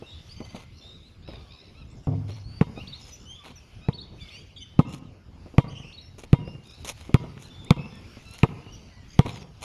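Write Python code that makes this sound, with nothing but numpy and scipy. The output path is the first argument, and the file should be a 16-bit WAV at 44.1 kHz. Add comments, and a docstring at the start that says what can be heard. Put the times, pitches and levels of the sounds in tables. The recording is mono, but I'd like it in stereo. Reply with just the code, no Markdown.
"""Outdoor asphalt court, heard by a phone on the ground. One shot booms off the backboard, then a dribble:
each bounce squeezes the basketball's shell, slaps the asphalt, rings the air inside and echoes off
fences and houses. Soles, palms and the ball on the rim or net thud; shoes scuff and crack grit. Parrots
whistle, trill and screech in the trees over the hiss of a far flock and the rumble of far traffic."""
import sys
import numpy as np
from scipy import signal
from scipy.fft import rfft, irfft, next_fast_len
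from scipy.io import wavfile
from scipy.ndimage import uniform_filter1d, map_coordinates

SR = 44100
rng = np.random.default_rng(int(sys.argv[2]) if len(sys.argv) > 2 else 0)


def dump(signal):
    """Clip the signal to [-1, 1] and save it as 16-bit WAV at the path in sys.argv[1]."""
    limited = np.clip(np.atleast_2d(signal).T, -1, 1)
    pcm = np.round(limited * 32767).astype(np.int16)
    wavfile.write(sys.argv[1], SR, pcm)


N = 425124
T = np.arange(N) / SR


def amp(db):
    return 10 ** (np.asarray(db) / 20)


def unit_rms(x):
    return x / np.sqrt(np.mean(x ** 2) + 1e-20)


def along(points, hz):
    """Interpolate (f/Hz, value) points on a log axis."""
    f, v = np.transpose(points)
    return np.interp(np.log(hz + 1), np.log(f + 1), v)


def wobble(rate_hz, size=N):
    """Smooth random curve, rate_hz knots a second."""
    knots = rng.standard_normal(int(size * rate_hz / SR) + 4)
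    return map_coordinates(knots, [np.arange(size) * rate_hz / SR])


def filtered(x, response):
    """Apply a complex frequency response."""
    m = next_fast_len(x.shape[-1] + 8192)
    return irfft(rfft(x, m) * response(np.fft.rfftfreq(m, 1 / SR)), m)[..., :x.shape[-1]]


def bandpass(f, hz, width_hz):
    return 1j * f * width_hz / (hz * hz - f * f + 1j * f * width_hz)


def add(track, start_s, sound):
    part = track[..., round(start_s * SR):][..., :sound.shape[-1]]
    part += sound[..., :part.shape[-1]]


def contour(rows, fade_s):
    """Rows (t/s, ...) to start time, per-sample columns and edge fade."""
    times, *columns = np.transpose(rows)
    t = np.arange(times[0], times[-1], 1 / SR)
    fade = np.clip(np.minimum(t - times[0], times[-1] - t) / fade_s, 0, 1)
    return times[0], [np.interp(t, times, c) for c in columns], fade


def burst(body, t60_s, lowpass_hz=7000):
    """Decaying cracks through broad resonances; peak 1."""
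    def response(f):
        bands = ((-1) ** k * amp(db) * bandpass(f, hz, width) for k, (hz, width, db) in enumerate(body))
        return sum(bands) / (1 + 1j * f / lowpass_hz) ** 2
    t = np.arange(SR // 10) / SR
    cracks = -rng.standard_normal(len(t)) ** 2 * amp(-60 * t / t60_s)
    sound = filtered(cracks, response)
    return sound / np.abs(sound).max()


def ringing(modes, length_s, wander_rad, rise_s):
    """Damped modes with random strengths and wandering phases."""
    t = np.arange(round(length_s * SR)) / SR
    tones = np.zeros(len(t))
    for (hz, db, t60_s), strike_db in zip(modes, rng.normal(0, 2.5, len(modes))):
        phase = 2 * np.pi * hz * t + wander_rad * wobble(39.9, len(t))
        tones += amp(db + strike_db - 60 * t / t60_s) * np.sin(phase)
    return (1 - np.exp(-t / rise_s)) * tones


def glide(call, swell, arch=0):
    """Call to rows (t/s, f/Hz, level/dB). 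Swell: peak position/length, rise/dB, fall/dB."""
    s, length_s, first_hz, last_hz, db = call
    share, rise_db, fall_db = swell
    peak_hz = (1 + arch) * (first_hz + share * (last_hz - first_hz))
    return [(s, first_hz, db - rise_db), (s + share * length_s, peak_hz, db),
            (s + length_s, last_hz, db - fall_db)]


def sing(track, rows, partials, shake, pulse_hz=0):
    """Mix in one call: partials (multiple, level/dB) on a shaking pitch, optionally pulsed."""
    s, (hz, db), fade = contour(rows, fade_s=.0022)
    n = len(hz)
    jitter = wobble(700, n) + 1.1 * wobble(30, n)
    phase = 2 * np.pi * np.cumsum(hz * (1 + shake * jitter)) / SR
    tone = sum(amp(partial_db) * np.sin(k * phase) for k, partial_db in partials)
    pulses = np.cos(np.pi * pulse_hz * np.arange(n) / SR) ** 2
    add(track, s, amp(db + 2.57 * wobble(68.9, n)) * fade * pulses * tone)


# Diffuse decay: f/Hz, t60/s
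COURT_DECAY = [(100, 0.6), (500, 0.82), (2000, 0.92), (8000, 0.23)]


def scatter(x):
    """Diffuse stereo return from the surroundings, decay set per frequency."""
    hz, t, noise = signal.stft(rng.standard_normal((2, SR // 2)), SR, nperseg=256)
    noise = noise[0] + .038 * noise * [[[1]], [[-1]]]
    rise = np.clip(t / .017, 0, 1)
    decay = amp(-60 * t / along(COURT_DECAY, hz)[:, None])
    tail = signal.istft(noise * rise * decay, SR, nperseg=256)[1]
    return signal.fftconvolve(x[None], tail / np.linalg.norm(tail[0]), axes=1)


# Background stereo image: f/Hz, left-right coherence
COHERENCE = [(300, 1), (700, 1), (1500, 0.16), (4000, 0.033), (12000, 0.11)]


def patchy_noise(spectrum, patch_db=3):
    """Stereo noise with random gain patches in time and frequency; rms 1."""
    def response(f):
        angle = np.arccos(np.clip(along(COHERENCE, f), -1, 1)) / 2
        return amp(along(spectrum, f)) * [np.cos(angle), np.sin(angle)]
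    bins = signal.stft(rng.standard_normal((2, N)), nperseg=512)[2]
    patches = uniform_filter1d(uniform_filter1d(rng.standard_normal(bins.shape[1:]), 5, 0), 12, 1)
    pair = signal.istft(bins * amp(patch_db * unit_rms(patches)), nperseg=512)[1][:, :N]
    mid, side = filtered(pair, response)
    return unit_rms(np.array([mid + side, mid - side]))


# Background envelopes: t/s, flock level/dB, traffic level/dB
BACKGROUND_LEVELS = [(0, -55, -49.5), (.7, -60, -48), (2.1, -62, -47.5), (2.95, -55.5, -47),
                     (3.35, -57, -48.5), (3.7, -61.5, -48.5), (4.0, -62, -44.5), (4.35, -55.5, -49.5),
                     (4.72, -62, -47.5), (5.25, -65, -48), (5.83, -59.5, -49.5), (6.1, -64, -47),
                     (7.0, -58.5, -47.5), (8.0, -55.5, -46.5), (8.998, -57.5, -48.5), (9.64, -62, -47.5)]
# Noise spectra: f/Hz, relative density/dB
FLOCK_SPECTRUM = [(760, -19), (1300, -10), (1880, -14), (2040, -8), (2290, -8), (2950, -8), (4000, -14.5),
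                  (4930, -12), (5370, -14), (6150, -18), (6900, -19.5), (8100, -31.5), (10200, -26.5),
                  (14400, -41.5), (16000, -64)]
TRAFFIC_SPECTRUM = [(20, -18), (42, -6.5), (81, -2.5), (264, -16.5), (439, -23.5), (539, -25.5),
                    (1330, -32.5), (1800, -35), (2340, -80), (3960, -120)]


def background():
    """A far flock blurs into hiss over traffic rumble."""
    times, flock_db, traffic_db = np.transpose(BACKGROUND_LEVELS)
    flock = amp(np.interp(T, times, flock_db) + 1.7 * wobble(7)) * patchy_noise(FLOCK_SPECTRUM)
    traffic = amp(np.interp(T, times, traffic_db) + 1.72 * wobble(7.7)) * patchy_noise(TRAFFIC_SPECTRUM)
    return flock + traffic


# Parrot screeches: t/s, length/s, first f/Hz, last f/Hz, level/dB
SCREECH_CALLS = [(0.0, 0.3, 3820, 3710, -58.5), (0.72, 0.27, 3900, 3790, -52.5),
                 (1.225, 0.21, 3550, 3500, -49), (1.47, 0.24, 3450, 3900, -50.5),
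                 (1.85, 0.26, 4920, 5410, -60.5), (2.28, 0.14, 3820, 4390, -50.5),
                 (2.95, 0.31, 4380, 5330, -51), (4.86, 0.11, 4800, 5270, -54),
                 (6.632, .21, 3504, 3760, -49), (8.62, 0.43, 4320, 4330, -58),
                 (9.08, 0.11, 4610, 4770, -50.5), (9.291, 0.14, 4830, 4850, -49.5)]


def screeches():
    """Pulsed calls with fast pitch shake; a second bird rasps along."""
    out = np.zeros(N)
    for call in SCREECH_CALLS:
        rows = glide(call, swell=(.31, 10, 7.8), arch=.084)
        sing(out, rows, [(2 / 3, -6), (1, 0), (4 / 3, -5)], shake=.026, pulse_hz=75)
        sing(out, rows, [(1.25, -4.5)], shake=.051, pulse_hz=15)
    return out


# Parrot whistles: t/s, length/s, first f/Hz, last f/Hz, level/dB
WHISTLE_CALLS = [(0.061, 0.089, 3750, 3820, -48.5), (0.81, 0.16, 3640, 3790, -51.5),
                 (1.001, 0.087, 3550, 4160, -57), (1.35, 0.24, 1280, 1004, -62),
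                 (2.439, 0.16, 4310, 4730, -50.5), (2.799, 0.036, 2740, 2920, -44),
                 (3.371, 0.068, 1260, 1138, -54.5), (3.556, 0.039, 5900, 5620, -50.5),
                 (4.2, 0.042, 3440, 3540, -50), (4.309, 0.11, 4450, 4680, -51.5),
                 (4.561, 0.025, 3410, 3350, -42.5), (4.561, 0.076, 3760, 3630, -49),
                 (4.57, 0.04, 4600, 4910, -52), (4.59, 0.064, 2450, 1940, -58),
                 (4.849, 0.1, 2550, 3006, -52), (5.68, 0.018, 4460, 4860, -49.5),
                 (5.751, 0.032, 3050, 2950, -42), (6.01, 0.088, 5630, 5270, -56.5),
                 (6.4, 0.17, 2790, 2796, -52.5), (6.45, 0.078, 4820, 5320, -58.5),
                 (7.42, 0.0287, 3420, 4330, -55), (7.45, 0.019, 4210, 3880, -48.5),
                 (7.5, 0.22, 3540, 3550, -52.5), (7.779, 0.09, 2582, 2730, -44.5),
                 (7.803, 0.2, 5270, 5260, -59), (7.9, 0.095, 3480, 3420, -59),
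                 (7.919, 0.082, 1800, 1770, -49), (8.622, 0.12, 2804, 2986, -54.5),
                 (8.699, 0.059, 3020, 2810, -56), (8.721, 0.038, 5730, 5850, -49.5),
                 (8.9, 0.14, 1964, 1896, -55.5), (9.41, 0.028, 5600, 5400, -54.5),
                 (0.02, 0.072, 2520, 2830, -53), (.293, 0.043, 4530, 4840, -48),
                 (0.11, 0.12, 3330, 3700, -54.5), (3.01, 0.036, 5300, 5300, -53),
                 (3.11, 0.055, 5850, 5740, -49.5), (3.35, 0.06, 3350, 3520, -49),
                 (4.025, 0.015, 3450, 3460, -46.5), (4.181, 0.024, 2510, 2800, -56),
                 (4.21, 0.037, 4520, 4740, -53), (4.285, 0.013, 3150, 3720, -46.5),
                 (7.66, 0.036, 1896, 2710, -52)]


def whistles():
    """Nearly pure glides with a faint octave."""
    out = np.zeros(N)
    for call in WHISTLE_CALLS:
        sing(out, glide(call, swell=(.42, 2.9, 3.1)), [(1, 1), (2, -21)], shake=.018)
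    return out


# Resonances of a dull thud, and of rubber on asphalt: f/Hz, width/Hz, level/dB
THUD_BANDS = [(230, 180, -1.5), (600, 314, -4.5), (1170, 410, -14.5)]
SLAP_BANDS = [(1450, 950, 10.5), (1714, 590, 20.5), (3370, 990, 1), (6570, 340, -18), (10200, 1700, -23)]
# Dull thuds: t/s, level/dB, tick re thud/dB
THUD_HITS = [(0.022, -28.5, -25), (0.404, -24, -12), (0.546, -26, -22), (1.286, -30, -23),
             (1.335, -34, 1.5), (2.29, -31, -28), (2.776, -24, -16), (3.452, -45, 11), (4.566, -62, 16),
             (5.46, -31.5, -19), (5.54, -31, -17), (6.182, -37.5, -4), (6.236, -31, -5), (6.476, -27, -6.5),
             (7.093, -26, -37), (7.239, -25, -14), (7.377, -44.5, 13.5), (7.768, -27.5, -37),
             (8.17, -33.5, -13), (9.258, -19, -16)]


def thuds():
    """Dull thuds, each with a tick: soles, palms, and the ball on the rim or net."""
    out = np.zeros((2, N))
    for s, db, tick_db in THUD_HITS:
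        add(out, s, amp(db) * (burst(THUD_BANDS, .094) + amp(tick_db) * burst(SLAP_BANDS, .0047)))
    return out


def twitter(count=50):
    """Farther birds: short gliding chirps at random times."""
    out = np.zeros(N)
    for when, pitch, bend, length, strength in rng.random((count, 5)):
        s, length_s = when * N / SR, .0085 + .043 * length
        hz, db = 2200 + 3800 * pitch, -75 + 9 * strength
        rows = [(s, hz, db), (s + length_s, hz * (.8 + .35 * bend), db - 2)]
        sing(out, rows, [(1, 0), (2, -18)], shake=.025)
    return out


# Parrot trill: t/s, period/s, low f/Hz, high f/Hz, low level/dB, high level/dB
TRILL_CALL = (.364, .061, 1560, 2040, -55, -56)


def trill():
    """Four flips between two notes; the low one sounds only its overtones."""
    out = np.zeros(N)
    start_s, period_s, low_hz, high_hz, low_db, high_db = TRILL_CALL
    for s in start_s + period_s * np.arange(4):
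        low = [(s, .97 * low_hz, low_db), (s + period_s / 2, 1.02 * low_hz, low_db)]
        high = [(s + period_s / 2, high_hz, high_db), (s + period_s, high_hz, high_db)]
        sing(out, low, [(2, -1), (3, 1), (4, -7)], shake=.008)
        sing(out, high, [(1, 4), (3, -5)], shake=.008)
    return out


# Grit spectra: f/Hz, relative density/dB
HISS_SPECTRUM = [(2350, 7), (4000, -2), (5100, 20), (6820, 26), (7700, 10.5), (11000, 16), (15500, -18),
                 (16000, -53)]
SCRAPE_SPECTRUM = [(150, -53), (250, -12), (479, -5.5), (666, -10), (758, -6), (1710, -10.5), (2410, -9),
                   (4200, -11), (5460, -44)]
# Sole drags: t/s, rise/s, fall/s, hiss level/dB, scrape re hiss/dB
SCUFF_STROKES = [(0.44, 0.16, 0.048, -61, 14), (1.27, 0.01, 0.14, -75.5, 27),
                 (2.27, 0.025, 0.15, -65, 15.5), (2.95, 0.148, 0.042, -59, 7),
                 (3.436, 0.018, 0.069, -58.5, 16), (4.88, 0.063, 0.051, -53, 7),
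                 (6.178, 0.011, 0.039, -51.5, 4.5), (6.229, 0.0086, 0.017, -56.5, 7.5),
                 (6.63, 0.088, 0.28, -62.5, 1.5), (6.844, 0.0044, 0.022, -38, 3),
                 (6.868, 0.006, 0.053, -38.5, 4), (6.95, 0.054, 0.1, -59, 9), (7.389, 0.025, 0.076, -54, 2),
                 (8.22, 0.17, 0.048, -56.5, 5), (9.25, 0.012, 0.17, -58.5, 17.5),
                 (9.608, 0.029, 0.0073, -41.5, 7.5)]


def scuffs(rise_db=14.5, fall_db=12.5):
    """Dragged soles crush grit in dense grains: high hiss over a lower scrape."""
    out = np.zeros((2, N))
    noise = rng.standard_normal(N) + .5 * rng.standard_normal((2, N))
    grains = noise * amp(4.2 * wobble(600) + 3.26 * wobble(70))
    hiss = unit_rms(filtered(grains, lambda f: amp(along(HISS_SPECTRUM, f))))
    scrape = unit_rms(filtered(grains, lambda f: amp(along(SCRAPE_SPECTRUM, f))))
    for s, rise_s, fall_s, peak_db, scrape_db in SCUFF_STROKES:
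        rows = [(s, peak_db - rise_db), (s + rise_s, peak_db), (s + rise_s + fall_s, peak_db - fall_db)]
        s, (db,), fade = contour(rows, fade_s=.003)
        span = np.minimum(round(s * SR) + np.arange(len(db)), N - 1)
        add(out, s, amp(db) * fade * (hiss[:, span] + amp(scrape_db) * scrape[:, span]))
    return out


HOARSE_SWELL = (.65, 4.3, 6.7)  # peak position/length, rise/dB, fall/dB
# Overtone-rich calls, at partial 2: t/s, length/s, first f/Hz, last f/Hz, level/dB
STACKED_CALLS = [(1.749, 0.056, 2410, 2765, -54.5), (1.806, 0.028, 2750, 2480, -54),
                 (2.76, 0.044, 2485, 2645, -46), (3.808, 0.094, 2484, 2725, -57),
                 (8.251, 0.12, 2610, 2824, -50.5)]


def stacked_notes():
    """Parrot notes of four harmonics, the second strongest."""
    out = np.zeros(N)
    for call in STACKED_CALLS:
        sing(out, glide(call, HOARSE_SWELL), [(.5, -5), (1, 0), (1.5, -4), (2, -11)], shake=.015)
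    return out


# Flexing ball shell: f/Hz, width/Hz, level/dB
SHELL_BANDS = [(250.4, 76, 1), (473, 129, -0.5), (653, 434, -2.5), (1014, 740, -2.5), (1245, 282, -2.5)]
# Board and pole modes: f/Hz, level/dB, t60/s
BOARD_MODES = [(103.7, -1, 1.32), (149.4, 5, 0.5), (261, -1, 0.53), (451, -11, 0.28), (532, -9, 0.11),
               (756, -8, 0.062), (910, -32, 0.74), (1130, -24, 0.27)]


def backboard(start_s=2.0705, db=-24):
    """The ball knocks on the board, which booms and rattles on its pole."""
    out, t = np.zeros((2, N)), np.arange(SR) / SR
    noise = filtered(rng.standard_normal(SR), lambda f: bandpass(f, 400, 700) / (1 + 1j * f / 1100) ** 2)
    modes = ringing(BOARD_MODES, 1, wander_rad=.91, rise_s=.0009)
    rattle = amp(-3.5 - 60 * t / .25 + 5.1 * wobble(32, SR)) * unit_rms(noise)
    boom = filtered(amp(db) * (modes + rattle), lambda f: 1 / (1 + 1j * f / 1300) ** 3)  # far, so dull
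    add(out, start_s, boom)
    add(out, start_s, amp(db + 2) * burst(SHELL_BANDS, .04))
    add(out, start_s, amp(-16.5) * scatter(boom))
    return out


# Air modes inside the ball: f/Hz, level/dB, t60/s
CAVITY_MODES = [(470, 6, .14), (965, 1, .45), (1200, -10, .2), (2120, -2, .35), (2790, -8, .4),
                (3185, -3, .22), (3700, -9, .3)]
# Early echoes of the slap off nearby surfaces: delay/s, level re slap/dB
SLAP_ECHOES = [(.0095, -20), (.0175, -27)]
# Fence and house echoes: delay/s, level/dB
WALL_ECHOES = [(0.058, -29), (.085, -31.5), (.15, -32), (.225, -33), (.255, -38)]
# Bounces: t/s, slap level/dB, thump level/dB, knock level/dB, thump f/Hz, grit level/dB
BOUNCE_HITS = [(2.6113, -11, -5.5, -10, 152.4, -56), (3.8853, -23.5, -10, -13.5, 134, -53),
               (4.791, -17.5, -0.5, -5.5, 149, -33.5), (5.582, -6.5, 1, -5.5, 132.5, -44),
               (6.3299, -11, 2.5, -6, 132.4, -23), (7.143, -8, 0.5, -5, 126.6, -16),
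               (7.7065, -4.5, 0, -8, 145.6, -14), (8.4327, -7.5, -2.5, -4.5, 128, -43),
               (9.1912, -9, 1.5, -5, 136, -15.5)]


def dribble(squeeze_s=.0043, pressed_turns=.19):
    """Each bounce squeezes the shell: thump, ringing air, slap, knock, then echoes."""
    out, t = np.zeros((2, N)), np.arange(SR // 3) / SR
    squeeze = (t / squeeze_s * np.exp(1 - t / squeeze_s)) ** 3
    settle = amp(-10) * np.exp(-t / .009) * np.clip(t / squeeze_s, 0, 1)
    for s, slap_db, thump_db, knock_db, thump_hz, grit_db in BOUNCE_HITS:
        turns = thump_hz * t + pressed_turns * (1 - np.exp(-t / .0015))  # stiffer, so higher at first
        hit = -amp(thump_db) * (squeeze + settle) * np.sin(2 * np.pi * turns)
        hit += amp(thump_db - 44) * ringing(CAVITY_MODES, 1 / 3, wander_rad=.8, rise_s=.015)
        grit = amp(grit_db) * burst(SLAP_BANDS[2:], .006, lowpass_hz=12000)
        slap = amp(slap_db) * burst(SLAP_BANDS[:3], .007, lowpass_hz=3400)
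        for delay_s, echo_db in SLAP_ECHOES:
            add(hit, delay_s, amp(slap_db + echo_db) * burst(SLAP_BANDS[:3], .034, lowpass_hz=4000))
        knock = amp(knock_db) * burst(SHELL_BANDS, .05)
        shiver = amp(knock_db - 32.5) * burst(SHELL_BANDS + SLAP_BANDS[2:3], .2)
        add(hit, 0, grit - slap + knock + shiver)
        add(out, s, hit)
        # Echoes lack deep bass and treble.
        echo = filtered(hit, lambda f: 1j * f / (90 + 1j * f) / (1 + 1j * f / 2500))
        add(out, s + .05, amp(-26) * scatter(echo))  # late: the houses stand far off
        for delay_s, wall_db in WALL_ECHOES:
            add(out, s + delay_s + delay_s * rng.normal(0, .02), amp(wall_db + rng.normal(0, .66)) * echo)
    return out


# Warble contour: t/s from onset, f/Hz, relative level/dB
WARBLE_SHAPE = [(0, 2974, -1), (.012, 4380, -0.5), (.032, 4350, -3.5), (.042, 4200, -19), (.063, 3700, 3.5),
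                (.078, 4260, -6.5), (.095, 4410, 6)]
# Parrot warbles: t/s, level/dB
WARBLE_CALLS = [(2.871, -44.5), (3.927, -43), (5.923, -49.5)]


def warbles():
    """A whistle leaps up, dips and climbs again."""
    out = np.zeros(N)
    for s, db in WARBLE_CALLS:
        sing(out, np.add(WARBLE_SHAPE, [s, 0, db]), [(1, 2.5), (2, -30.5)], shake=.0177)
    return out


# Hoarse calls: t/s, length/s, first f/Hz, last f/Hz, level/dB, shake/pitch
HOARSE_CALLS = [(3.255, 0.11, 2950, 3280, -50, .012), (4.3, .125, 2520, 3300, -53, .016),
                (4.604, 0.0427, 3060, 3040, -49, .02), (5.696, 0.25, 2820, 2840, -53, 0.052),
                (4.494, 0.04, 2550, 3300, -63, 0.016), (4.19, .1, 2400, 2150, -60, 0.016),
                (4.34, 0.06, 2750, 2100, -56, 0.016)]


def hoarse_notes():
    """Shaky parrot glides with a strong octave."""
    out = np.zeros(N)
    for *call, shake in HOARSE_CALLS:
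        sing(out, glide(call, HOARSE_SWELL), [(1, 7), (2, -4), (3, -19)], shake)
    return out


# Grain cracks: t/s, level/dB
CRUNCH_HITS = [(7.647, -42), (7.955, -47.5), (8.012, -55), (8.2551, -54), (8.2694, -55), (8.2931, -50),
               (8.3105, -44), (8.3374, -41), (8.3524, -50), (8.3828, -45)]


def crunches():
    """Single grains crack under a sole."""
    out = np.zeros((2, N))
    for s, db in CRUNCH_HITS:
        add(out, s, amp(db) * burst(SLAP_BANDS[3:], .0065, lowpass_hz=14000))
    return out


# Port phase: f/Hz, right lag/rad
PORT_LAG = [(20, .25), (140, .2), (500, .25), (1000, .5), (1600, 2.8), (2400, 5.5), (3100, 4.7),
            (3800, 6.5), (4900, 4.6), (5700, 6.5), (9000, 5.5), (16000, 6)]
# Port balance, near and far sources: f/Hz, left re right/dB
NEAR_BALANCE = [(100, -.6), (600, -.6), (1000, 2), (2000, -5), (4000, -3.5), (6500, 0), (9000, 17),
                (14000, 15)]
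FAR_BALANCE = [(60, 0.5), (180, -0.5), (550, -2), (1650, -1), (4970, -7), (15000, 17.5)]


def ports(x, balance):
    """The phone's two ports differ in phase and, by direction, in colour."""
    def response(f):
        return amp([[.5], [-.5]] * along(balance, f)) * np.exp([[0], [-1j]] * along(PORT_LAG, f))
    return filtered(x, response)


def scene():
    """Ball and player near; board, birds and traffic far."""
    near = dribble() + thuds() + crunches() + scuffs()
    board = backboard()
    parrots = whistles() + hoarse_notes() + stacked_notes() + warbles() + trill() + screeches()
    far = board + parrots + amp(-10.5) * scatter(parrots)[:, :N] + twitter() + background()
    return ports(near, NEAR_BALANCE) + ports(far, FAR_BALANCE)


def record(dry):
    """Gain control ducks loud thumps; peaks round off; the band is limited."""
    smooth_s, knee_db, top_hz = .0013, -27, 15800
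    pole = np.exp(-1 / (smooth_s * SR))
    power = signal.lfilter([1 - pole], [1, -pole], np.mean(dry ** 2, axis=0))
    ducked = dry * (1 + power / amp(knee_db)) ** -.15
    rounded = ducked / (1 + np.abs(ducked) ** 8) ** (1 / 8)
    return filtered(rounded, lambda f: (f < top_hz) / (1 + (f / 14000) ** 12))


dry = scene()
out = record(dry)
dump(out)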